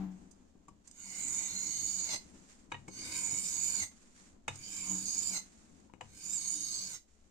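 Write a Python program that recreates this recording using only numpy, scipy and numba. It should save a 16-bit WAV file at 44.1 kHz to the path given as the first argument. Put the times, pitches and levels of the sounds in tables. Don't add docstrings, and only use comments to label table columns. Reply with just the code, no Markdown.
import sys
import numpy as np
from scipy import signal
from scipy.fft import rfft, irfft
from scipy.io import wavfile
from scipy.ndimage import map_coordinates
from numba import njit

SR = 44100
rng = np.random.default_rng(int(sys.argv[2]) if len(sys.argv) > 2 else 0)


def dump(signal):
    limited = np.clip(np.atleast_2d(signal).T, -1, 1)
    pcm = np.round(limited * 32767).astype(np.int16)
    wavfile.write(sys.argv[1], SR, pcm)


N = 321930
TIME = np.arange(N) / SR

# f/Hz, level/dB
AIR_SPECTRUM = [(20, 3.5), (37, -3), (50, -14), (66, -0.5), (120, -22.5), (250, -25), (500, -19),
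                (1000, -31), (2500, -36), (8000, -38), (11000, -45), (15000, -67)]
# f/Hz, level/dB
HAND_LEVELS = [(0, -54), (.8, -67.5), (2.4, -58.5), (4.2, -62), (5.7, -59.5), (6.85, -75), (7.3, -68)]
HAND_SPECTRUM = [(40, -5.5), (70, 1.5), (120, -16.5), (195, 3), (290, -2.5), (450, -15.5), (1000, -23.5),
                 (3000, -40), (12000, -73)]
# f/Hz, level/dB
BRUSHES = [(0.094, 0.493, -72.5), (0.835, 0.9, -68.5), (2.201, 2.628, -63.5), (2.477, 2.5, -64.5),
           (2.696, 2.88, -70.5), (3.9, 4.308, -64.5), (4.143, 4.26, -66.5), (4.473, 4.572, -59),
           (5.412, 5.847, -64), (6.013, 6.1, -67.5), (7.07, 7.3, -73.5)]
BRUSH_SPECTRUM = [(60, -30), (200, -8), (450, 1), (900, 1), (2200, 1.5), (3200, -4.5), (5000, -1),
                  (7000, -2), (8800, 0), (11000, -14.5), (15000, -36)]
BRUSH_RISE_S, BRUSH_SAG_DB_PER_S, BRUSH_RELEASE_DB_PER_S = 0.019, 15, 193

# f/Hz, nominal width/Hz, level/dB
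TABLE_RESONANCES = [(94.2, 7.2, 2), (158, 76, 1), (190.6, 8.3, 7.5), (253.4, 44, -1.5), (298.2, 11, 4),
                    (393, 102, -12), (450, 12, -39), (746, 44, -10), (859, 24, -12.5), (1101, 137, -11)]
# start t/s, end t/s, hum level/dB, rattle level/dB
JUDDERS = [(0.0, 0.033, -31, -37.5), (4.915, 4.956, -40, -42.5), (5.328, 5.353, -47, -64)]
JUDDER_RISE_DB_PER_S, JUDDER_FALL_DB_PER_S = 215, 128
# mean f/Hz, level/dB
JUDDER_TONES = [(188, 4), (294, -3), (378, -17.5), (695, -22), (770, -18), (875, -21), (1030, -24.5)]
# f/Hz, level/dB
RUB_SPECTRUM = [(100, -2), (240, 2.5), (350, -1.5), (480, -15), (900, -13.5), (2000, -23), (5000, -35.5),
                (12000, -45)]

# t/s, knock level/dB, thump level/dB,
# tick level/dB, the spot's own ring f/Hz, clatter time t/s, own ring level/dB, treble cut-off f/Hz,
# lean between ports (positive to the left)
KNOCKS = [(0.31, -80, -71, -59, 1160, 0.0044, -7, 5000, -8),
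          (0.552, -66, -52, -88, 790, 0.0033, -2, 1200, 2),
          (0.681, -46, -49.5, -62, 1130, 0.0052, 1.5, 1400, 5),
          (0.873, -88, -72, -53, 1230, 0.0054, -5, 4940, -4),
          (0.911, -97, -87, -56, 1160, 0.0036, 7, 5050, -11),
          (2.717, -29, -46, -53, 955, 0.0038, -20, 5500, 1),
          (2.741, -36, -55, -75, 1890, 0.0048, -4, 4000, -7),
          (2.878, -41.5, -38.5, -52.5, 2224, 0.006, -7.5, 1550, 0),
          (4.479, -26, -49.5, -41, 1207, 0.0044, -20, 5500, -5.5),
          (4.555, -59, -54, -48.5, 1230, 0.0035, -4, 5000, 2),
          (5.897, -54.5, -72, -93, 976, 0.0023, -5, 900, 2),
          (5.9368, -50.5, -48.5, -69, 960, 0.00086, -22, 1990, 15),
          (6.008, -36, -54, -56.5, 970, 0.004, -5.5, 1700, 0),
          (6.170, -72, -78, -56, 2250, 0.0049, -3, 4960, -1)]
# f/Hz, level/dB, t60/s
KNOCK_MODES = [(520, 6.5, 0.057), (970, 2.5, 0.075), (1050, 0, 0.0088), (1264, -3.5, 0.018),
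               (1690, 0, 0.051), (2220, 9.5, 0.025), (2454, 4, 0.029), (2866, 6, 0.065), (3715, 2, 0.06)]
THUMP_MODES = [(193, -4.5, 0.19), (308, 4, 0.06), (386, 0, 0.057)]
TICK_MODES = [(4960, -3, 0.076), (5330, -1, 0.036), (6140, 1, 0.05), (6480, -2.5, 0.052),
              (7310, -4.5, 0.07), (8420, -4, 0.07)]
BOOM_MODES = [(97.7, -1.1, 0.53), (135.4, -0.41, 0.51)]
# f/Hz, level/dB
TICK_SPECTRUM = [(1500, -10.5), (3600, -17), (4500, -11), (5400, -8.5), (6800, -1), (8500, 0),
                 (11000, -18.5), (15000, -42)]
CLICK_SPECTRUM = [(60, -12), (200, 15), (350, 1), (600, -8), (1100, -5), (2000, -14), (3700, -23.5),
                  (6000, -35)]
BOUNCE_DB, BOUNCE_S, BOUNCE_SPREAD_DB = -27.5, 0.012, 5.5
BOOM_DB, BOOM_RISE_S = -32.5, 0.01
MODE_DETUNE = 0.0108

# t/s, f/Hz, level/dB
SQUEAL_CURVE = [(1.45, 4210, -68), (1.487, 4170, -50), (1.53, 4220, -59), (1.563, 4180, -41),
                (1.6, 4070, -49), (1.65, 4230, -66)]
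SQUEAL_WAVER, SQUEAL_STUTTER_DB = 0.011, 8

# spectrum f/Hz, level/dB; then resonances f/Hz, nominal width/Hz, level/dB
RASP_SPECTRUM = [(100, -28), (250, -11), (500, 5.5), (850, 9.5), (1500, -1), (2150, 1.5), (2900, 6.5),
                 (3400, -25), (4000, 13), (5200, 3), (7500, 3), (8500, 8), (15000, -15)]
RASP_RESONANCES = [(995, 60, -6), (1500, 52, -2.5), (2285, 84, 13), (4556, 114, -3.5), (6770, 200, 3)]
RASP_RING_DB, RASP_IN_TABLE_DB = -1.5, -12

# touch t/s, pressing-in time t/s, lift t/s, hiss level/dB, grinding level/dB,
# sizzle change towards the tip level/dB, tip rasp level/dB, bending resonance f/Hz, tip run-out t/s
STROKES = [(0.902, 0.32, 2.1453, -49, -55, -11, -36.5, 2200, 0.056),
           (2.877, 0.21, 3.835, -47.5, -52, 3.5, -44.5, 2273, 0.046),
           (4.51, 0.25, 5.374, -49.5, -56, 3, -40.5, 2324, 0.052),
           (6.051, 0.25, 6.955, -50, -61, -4, -73, 2318, 0.035)]
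# t/s, f/Hz, level/dB
SINGING_CURVES = [
    [(0.93, 6700, -61), (0.98, 6620, -54), (1.03, 6840, -53), (1.32, 6836, -37.5), (1.51, 6650, -43),
     (1.66, 6850, -41), (1.75, 6530, -39), (1.93, 6860, -38.5), (2.04, 6790, -39.5), (2.11, 6630, -42.5)],
    [(2.91, 6500, -51), (2.95, 6400, -50.5), (3.11, 6670, -49), (3.16, 7090, -40), (3.37, 6860, -38),
     (3.42, 7300, -41.5), (3.55, 6720, -39), (3.67, 7050, -34.0), (3.77, 7020, -38)],
    [(4.59, 6790, -56.5), (4.81, 7290, -40), (4.84, 7070, -44), (4.89, 6840, -37), (5.0, 6940, -39.5),
     (5.04, 7000, -46), (5.08, 6460, -37), (5.25, 7210, -38), (5.33, 7090, -40)],
    [(6.1, 6220, -67), (6.15, 6600, -69), (6.26, 6850, -44.5), (6.35, 7550, -36.5), (6.39, 6670, -40),
     (6.46, 6440, -42), (6.52, 6920, -35), (6.58, 6650, -41.5), (6.81, 6340, -43), (6.92, 7190, -47.5)],
]
# t/s, f/Hz, level/dB
SECOND_CURVES = [
    [(0.98, 4500, -82), (1.016, 4500, -64), (1.37, 4430, -60), (1.5, 4230, -56), (1.62, 4270, -51),
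     (1.7, 4450, -48), (1.82, 4420, -49.5), (1.9, 4510, -46.5), (2.1, 4550, -47)],
    [(2.95, 4480, -53), (3.016, 4730, -48), (3.38, 4720, -56), (3.466, 4700, -51), (3.662, 4660, -51),
     (3.72, 4860, -51), (3.8, 4400, -39)],
    [(4.6, 4820, -63), (4.64, 4740, -53), (4.77, 5040, -57.5), (4.85, 4580, -51.5), (4.95, 4780, -55.5),
     (5.094, 4700, -44), (5.22, 4920, -49), (5.33, 4870, -40)],
    [(6.17, 4530, -75), (6.214, 4670, -53), (6.35, 4950, -54), (6.38, 4680, -46.5), (6.478, 4420, -47),
     (6.52, 4700, -49), (6.7, 4530, -46.5), (6.812, 4540, -42), (6.92, 4800, -56)],
]
# width of each filter/Hz, level/dB
SING_SHAPE = [(340, -1), (1600, -18)]
SECOND_SHAPE = [(330, -2), (1200, -14)]
# f/Hz, nominal width/Hz, level/dB
BLADE_LOW = [(1010, 112, -5.5), (1583, 93, -5), (2229, 96, 4.5), (2424, 55, 4), (3000, 114, -3.5)]
BLADE_MID = [(5030, 190, -8)]
BLADE_HIGH = [(6330, 38, -0.5), (7855, 190, 1), (8680, 250, 2.5), (8967, 105, 1), (10610, 77, -5.5),
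              (11430, 380, -13), (12600, 250, -25), (14100, 240, -19), (15760, 400, -17.5)]
# f/Hz, nominal width/Hz, level/dB
STONE_RESONANCES = [(2990, 88, -5), (3350, 64, -13), (3723, 70, -1), (5540, 99, -13), (6200, 33, -10)]
# f/Hz, level/dB
GRIT_SPECTRUM = [(200, -23), (400, 0.5), (900, -10.5), (1800, -14), (2350, 15), (2700, -27), (3300, -23),
                 (5000, -27.5), (12000, -33)]
SNAP_SPECTRUM = [(400, -20), (1500, -4.5), (3000, -6), (5500, 1.5), (9000, -4.5), (15000, -8)]
# round trip t/s, gain
RETURNS = [(.0021, 0.19), (.0037, -0.56), (.0058, 0.28), (.0093, -0.29), (0.0141, 0.34), (0.0212, -0.45)]
BEND_HZ, FREE_BEND_HZ, FREE_SING_HZ = 2302, 2083, 6360
FREE_S = 0.036
TOUCH_S, RELEASE_DB_PER_S = 0.093, 496
ATTACK_DB, ATTACK_CURVE = 17, 1.32
HISS_RISE_DB, BRIGHTEN_CURVE = 3.5, 9.9
BELLY_AT, BELLY_WIDTH, BELLY_DB = 0.7, 0.23, 5.5
SING_HZ, BEND_FOLLOWS = 6754, 0.38
STREAK_LOW_HZ, STREAK_HIGH_HZ, STREAK_WIDTH_HZ = 3818, 6058, 35
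CRUNCH_DB = 10
GRIT_SHARED = 0.2
LEFT_LAG_S = 0.000136

# f/Hz, level/dB
RIGHT_PORT = [(60, -2.5), (200, -6.5), (600, -4.5), (2200, -2.5), (3200, 1), (5200, 0.5), (6200, 7),
              (6900, 11), (7400, 10), (8300, 2), (9200, 4.5), (11000, 1), (14000, 3.5)]
PORT_NOTCH_HZ, PORT_NOTCH_WIDTH_HZ, TOP_HZ = 9766., 1730., 15450
OPPOSITE = np.array([[1], [-1]])


def undb(db):
    return 10 ** (np.asarray(db) / 20)


def unit(x):
    return x / np.sqrt(np.mean(x ** 2))


def since(moment_s):
    return np.maximum(TIME - moment_s, 0)


def until(moment_s):
    return np.maximum(moment_s - TIME, 0)


def follow(curve):
    times, hz, db = np.transpose(curve)
    return np.interp(TIME, times, hz), np.interp(TIME, times, db)


def walk(rate):
    knots = rng.standard_normal(N // 10)
    return unit(np.interp(TIME * rate, np.arange(len(knots)), knots))


def colour(x, points):
    hz, db = np.transpose(points)
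    size = 4096
    bins = np.maximum(np.fft.rfftfreq(size, 1 / SR), 1)
    gain = undb(np.interp(np.log(bins), np.log(hz), db))
    cepstrum = irfft(np.log(gain))
    cepstrum[1:size // 2] *= 2
    cepstrum[size // 2 + 1:] = 0
    response = irfft(np.exp(rfft(cepstrum)))
    return signal.fftconvolve(np.atleast_2d(x), response[None], axes=1)[:, :x.shape[-1]]


@njit
def bandpass(x, hz, width):
    y = np.empty_like(x)
    g = np.tan(np.pi * hz / SR)
    k = np.pi * width / SR * (g + 1 / g)
    for c in range(len(x)):
        band, low = 0., 0.
        for i in range(x.shape[1]):
            v = (band + g[i] * (x[c, i] - low)) / (1 + g[i] * (g[i] + k[i]))
            band, low, y[c, i] = 2 * v - band, low + 2 * g[i] * v, k[i] * v
    return y


def steep(x, hz, width):
    return bandpass(bandpass(x, hz, width), hz, width)


def resonate(x, modes, shift, sway_db):
    total = 0
    for hz, width, db in modes:
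        centre = np.minimum(hz * shift * np.ones(N), .45 * SR)
        total = total + undb(db + sway_db * walk(rate=12)) * steep(x, centre, 2. * width)
    return total


def ring(modes, t):
    return sum(undb(db - 60 * t / t60) * np.sin(2 * np.pi * hz * t) for hz, db, t60 in modes)


def grains(spread_db):
    return unit(rng.standard_normal((2, N)) * undb(spread_db * walk(rate=2500)))


def ports(points, spread_db):
    mid, side = grains(spread_db)
    side = colour(side, [(150, -10.0), (700, 2.0), (1600, 0.0)])
    return unit(colour(mid + side * OPPOSITE, points))


def air():
    return undb(-66.5) * ports(AIR_SPECTRUM, spread_db=-2.0)


def hands():
    stir = undb(1.7 * walk(rate=14))
    level = undb(np.interp(TIME, *np.transpose(HAND_LEVELS)))
    return ports(HAND_SPECTRUM, spread_db=0.5) * stir * level


def brush_gain():
    gain = 0
    for start, end, db in BRUSHES:
        fall_db = BRUSH_SAG_DB_PER_S * since(start) + BRUSH_RELEASE_DB_PER_S * since(end)
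        gain = gain + np.minimum(since(start) / BRUSH_RISE_S, 1) * undb(db - fall_db)
    return gain


def brushing():
    flicker = undb(1.3 * walk(rate=40))
    return undb(-1.0) * ports(BRUSH_SPECTRUM, spread_db=1.5) * flicker * brush_gain()


def juddering():
    gains = 0
    for start, end, hum_db, rattle_db in JUDDERS:
        loss_db = JUDDER_RISE_DB_PER_S * until(start) + JUDDER_FALL_DB_PER_S * since(end)
        gains = gains + undb(np.array([[hum_db], [rattle_db]]) - loss_db)
    return gains


def table(drag):
    rumble = unit(resonate(rng.standard_normal((1, N)), TABLE_RESONANCES, 0.99, sway_db=3.0)) * drag
    tones = []
    for hz, db in JUDDER_TONES:
        turns = np.cumsum(hz * (1 + 0.0146 * walk(rate=40))) / SR
        swell = undb(db + 2.5 * np.tanh(walk(rate=26)))
        tones.append(swell * np.sin(2 * np.pi * turns))
    hum = unit(tones[0])
    rattle = unit(sum(tones[1:])) + undb(-3) * ports(RUB_SPECTRUM, spread_db=1.5)
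    hum_gain, rattle_gain = juddering()
    return undb(-3.0) * rumble + undb(-3.5) * hum * hum_gain + undb(-8.5) * rattle * rattle_gain


def struck(push, response):
    return unit(signal.fftconvolve(push, np.atleast_2d(response), axes=1)[:, :push.shape[1]])


def knocks():
    out = np.zeros((2, N + SR))
    t = np.arange(SR // 2) / SR
    wood = unit(ring(THUMP_MODES, t)) + unit(colour(signal.unit_impulse(len(t)), CLICK_SPECTRUM))
    crack_spectrum = [(200, -26.0), (550, 4.5), (1000, 11.5), (1600, -1.0),
                      (2600, 6), (4300, -21.0), (12000, -53)]
    for start, knock_db, thump_db, tick_db, ring_hz, clatter_s, ring_db, soft_hz, lean in KNOCKS:
        age = t / max(clatter_s, 1 / SR)
        bounces = unit(undb(BOUNCE_SPREAD_DB * np.tanh(walk(rate=364)[:len(t)])))
        force = (age * np.exp(-age ** 2 / 2) + undb(BOUNCE_DB) * np.exp(-t / BOUNCE_S)) * bounces
        contact = rng.standard_normal((3, len(t))) * force
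        push = contact[:2] + 0.5 * contact[2]
        crack = unit(colour(push, crack_spectrum))
        modes = [(hz * (1 + MODE_DETUNE * rng.standard_normal()), db, t60) for hz, db, t60 in KNOCK_MODES]
        softness = signal.butter(2, min(soft_hz, SR / 4), fs=SR, output="sos")
        body = signal.sosfilt(softness, struck(push, ring(modes, t)) + undb(1) * crack)
        own_ring = unit(ring([(ring_hz, 0, .06)], t) * -np.expm1(-age))
        knock = unit(unit(body) + undb(ring_db) * own_ring)
        tick = unit(colour(push, TICK_SPECTRUM)) + undb(-3.0) * struck(push, ring(TICK_MODES, t))
        thump = unit(wood * -np.expm1(-age ** 2))
        boom = unit(ring(BOOM_MODES, t) * -np.expm1(-t / BOOM_RISE_S))
        hit = knock * undb(knock_db - 23.0) + tick * undb(tick_db - 23.0) + thump * undb(thump_db - 21.5)
        hit = hit + boom * undb(knock_db + BOOM_DB)
        first = int(start * SR)
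        out[:, first:first + len(t)] += hit * undb(0.23 * lean * OPPOSITE)
    return out[:, :N]


def squeal():
    hz, db = follow(SQUEAL_CURVE)
    turns = np.cumsum(hz * (1 + SQUEAL_WAVER * walk(rate=260))) / SR
    stutter = unit(undb(SQUEAL_STUTTER_DB * np.tanh(walk(rate=90))))
    sounding = (TIME > SQUEAL_CURVE[0][0]) & (TIME < SQUEAL_CURVE[-1][0])
    return unit(np.sin(2 * np.pi * turns)) * stutter * undb(db) * sounding


def grit(spread_db):
    shared, scattered = grains(spread_db)[:1], grains(spread_db)
    return np.sqrt(GRIT_SHARED) * shared + np.sqrt(1 - GRIT_SHARED) * scattered


def returns(x, shift):
    now = np.arange(N)
    total = x
    for lag_s, gain in RETURNS:
        moments = now - SR * lag_s / shift
        total = total + gain * np.array([map_coordinates(c, [moments], order=1) for c in x])
    return total


def rasp(bend_hz):
    bend = bend_hz / BEND_HZ
    skips = undb(4 * np.tanh(walk(rate=320)))
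    clicks = returns(colour(grit(spread_db=6.0) * skips, RASP_SPECTRUM), bend)
    ringing = resonate(clicks, RASP_RESONANCES, bend, sway_db=4.5)
    free = signal.fftconvolve(clicks, ring(TICK_MODES, TIME[:SR // 4])[None])[:, :N]
    return unit(unit(clicks) + undb(RASP_RING_DB) * unit(ringing) + undb(0.5) * unit(free))


def coarse_grit():
    crunch = undb(CRUNCH_DB * np.tanh(walk(rate=520)))
    return unit(colour(grit(spread_db=2.0) * crunch, SNAP_SPECTRUM))


def streaks(bend):
    spots = np.linspace(STREAK_LOW_HZ, STREAK_HIGH_HZ, 8)
    spots = spots * (1 + .02 * rng.standard_normal(len(spots)))
    modes = [(hz, STREAK_WIDTH_HZ, 0) for hz in spots]
    wandering = bend * (1 + .008 * walk(rate=8))
    return unit(resonate(grit(spread_db=6), modes, wandering, sway_db=5.0))


def sing(x, shape, hz):
    return sum(undb(db) * steep(x, hz, 1. * width_hz) for width_hz, db in shape)


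def strokes():
    sing_gain = second_gain = hiss_gain = grind_gain = rasp_gain = bright_db = 0
    sing_hz, second_hz, bend_hz = FREE_SING_HZ, 2 * FREE_BEND_HZ, FREE_BEND_HZ
    for stroke, singing, second in zip(STROKES, SINGING_CURVES, SECOND_CURVES):
        touch, press_s, lift, hiss_db, grind_db, brighten_db, rasp_db, own_hz, tip_s = stroke
        hz, db = follow(singing)
        slide_hz, slide_db = follow(second)
        contact = np.minimum(since(touch) / TOUCH_S, 1) * undb(-RELEASE_DB_PER_S * since(lift))
        press_db = -ATTACK_DB * np.minimum(until(touch + press_s) / press_s, 1) ** ATTACK_CURVE
        travel = np.minimum(since(touch) / (lift - touch), 1)
        belly = np.exp(-((travel - BELLY_AT) / BELLY_WIDTH) ** 2)
        tip = np.exp(-(until(lift) / tip_s) ** 2)
        freed = np.exp(-(until(lift) / FREE_S) ** 2)
        sing_gain += contact * undb(db)
        second_gain += contact * undb(slide_db) * (1 - tip)
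        hiss_gain += contact * undb(hiss_db + press_db + HISS_RISE_DB * travel)
        grind_gain += contact * undb(grind_db + press_db - BELLY_DB * belly)
        rasp_gain += contact * undb(rasp_db) * tip
        pressed_hz = own_hz * (hz / SING_HZ) ** BEND_FOLLOWS
        begun = TIME >= touch
        bright_db = np.where(begun, brighten_db * travel ** BRIGHTEN_CURVE, bright_db)
        sing_hz = np.where(begun, hz + (FREE_SING_HZ - hz) * tip, sing_hz)
        second_hz = np.where(begun, slide_hz, second_hz)
        bend_hz = np.where(begun, pressed_hz + (FREE_BEND_HZ - pressed_hz) * freed, bend_hz)
    gains = sing_gain, second_gain, hiss_gain, grind_gain, rasp_gain
    return gains, (bright_db, sing_hz, second_hz, bend_hz)


def blade(gains, tunings):
    sing_gain, second_gain, hiss_gain, grind_gain, _ = gains
    bright_db, sing_hz, second_hz, bend_hz = tunings
    sing_hz = sing_hz * (1 + .005 * walk(rate=35))
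    second_hz = second_hz * (1 + .008 * walk(rate=30))
    bend = bend_hz / BEND_HZ * (1 + .003 * walk(rate=12))
    chatter = np.tanh(walk(rate=190))

    flutter = undb(0.74 * chatter + 2.0 * np.tanh(walk(rate=42)))
    singing = unit(sing(grit(spread_db=2.0), SING_SHAPE, sing_hz) * flutter)

    second = returns(sing(grit(spread_db=1.5), SECOND_SHAPE, second_hz), bend ** 0.5)
    second = unit(second * undb(2.7 * np.tanh(walk(rate=22))))

    hiss = resonate(grit(spread_db=2.0), BLADE_MID, bend, sway_db=1.0)
    hiss = hiss + undb(-10.5) * colour(grit(spread_db=0.0), TICK_SPECTRUM)
    hiss = hiss + resonate(grit(spread_db=2.0), STONE_RESONANCES, 0.99, sway_db=1.5)
    hiss = unit(returns(hiss, bend ** 0.5))

    sizzle = resonate(grit(spread_db=4.0), BLADE_HIGH, bend ** 0.5, sway_db=3.0)
    sizzle = unit(returns(sizzle, bend ** 0.66))

    grind = resonate(grit(spread_db=1.0), BLADE_LOW, bend, sway_db=3.0)
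    grind = grind + undb(-23.0) * ports(GRIT_SPECTRUM, spread_db=0.5)
    grind = unit(returns(grind, bend))

    scrape = undb(-10.0) * hiss + undb(-8) * streaks(bend) + undb(-12.5) * coarse_grit()
    scrape = scrape * hiss_gain + undb(-3.0) * second * second_gain
    scrape = scrape + undb(bright_db - 1.0) * sizzle * hiss_gain ** 0.78 * sing_gain ** 0.25
    scrape = scrape + undb(2) * grind * grind_gain
    return undb(-5.5) * singing * sing_gain + scrape * undb(1.4 * chatter)


def room(x, t60_s, wet_db):
    t = np.arange(SR // 2) / SR
    tail = rng.standard_normal((2, len(t))) * np.exp(-np.log(1000) * t / t60_s) * (t > .004)
    tail /= np.sqrt(np.sum(tail ** 2, axis=1, keepdims=True))
    return x + undb(wet_db) * signal.fftconvolve(x, tail, axes=1)[:, :N]


def scene():
    gains, tunings = strokes()
    _, _, hiss_gain, grind_gain, rasp_gain = gains
    left, right = blade(gains, tunings) + rasp_gain * rasp(tunings[-1]) + squeal()
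    knife = np.array([np.roll(left, round(LEFT_LAG_S * SR)), right]) + knocks()
    drag = np.sqrt(hiss_gain * (grind_gain + undb(RASP_IN_TABLE_DB) * rasp_gain))
    return air() + hands() + brushing() + table(drag) + room(knife, t60_s=0.21, wet_db=-9.0)


def record(dry):
    heard = np.vstack([dry[:1], colour(dry[1], RIGHT_PORT)])
    heard = heard - bandpass(heard, np.full(N, PORT_NOTCH_HZ), PORT_NOTCH_WIDTH_HZ)
    return signal.sosfilt(signal.ellip(10, .2, 70, TOP_HZ, fs=SR, output="sos"), heard)


dry = scene()
out = record(dry)
dump(out)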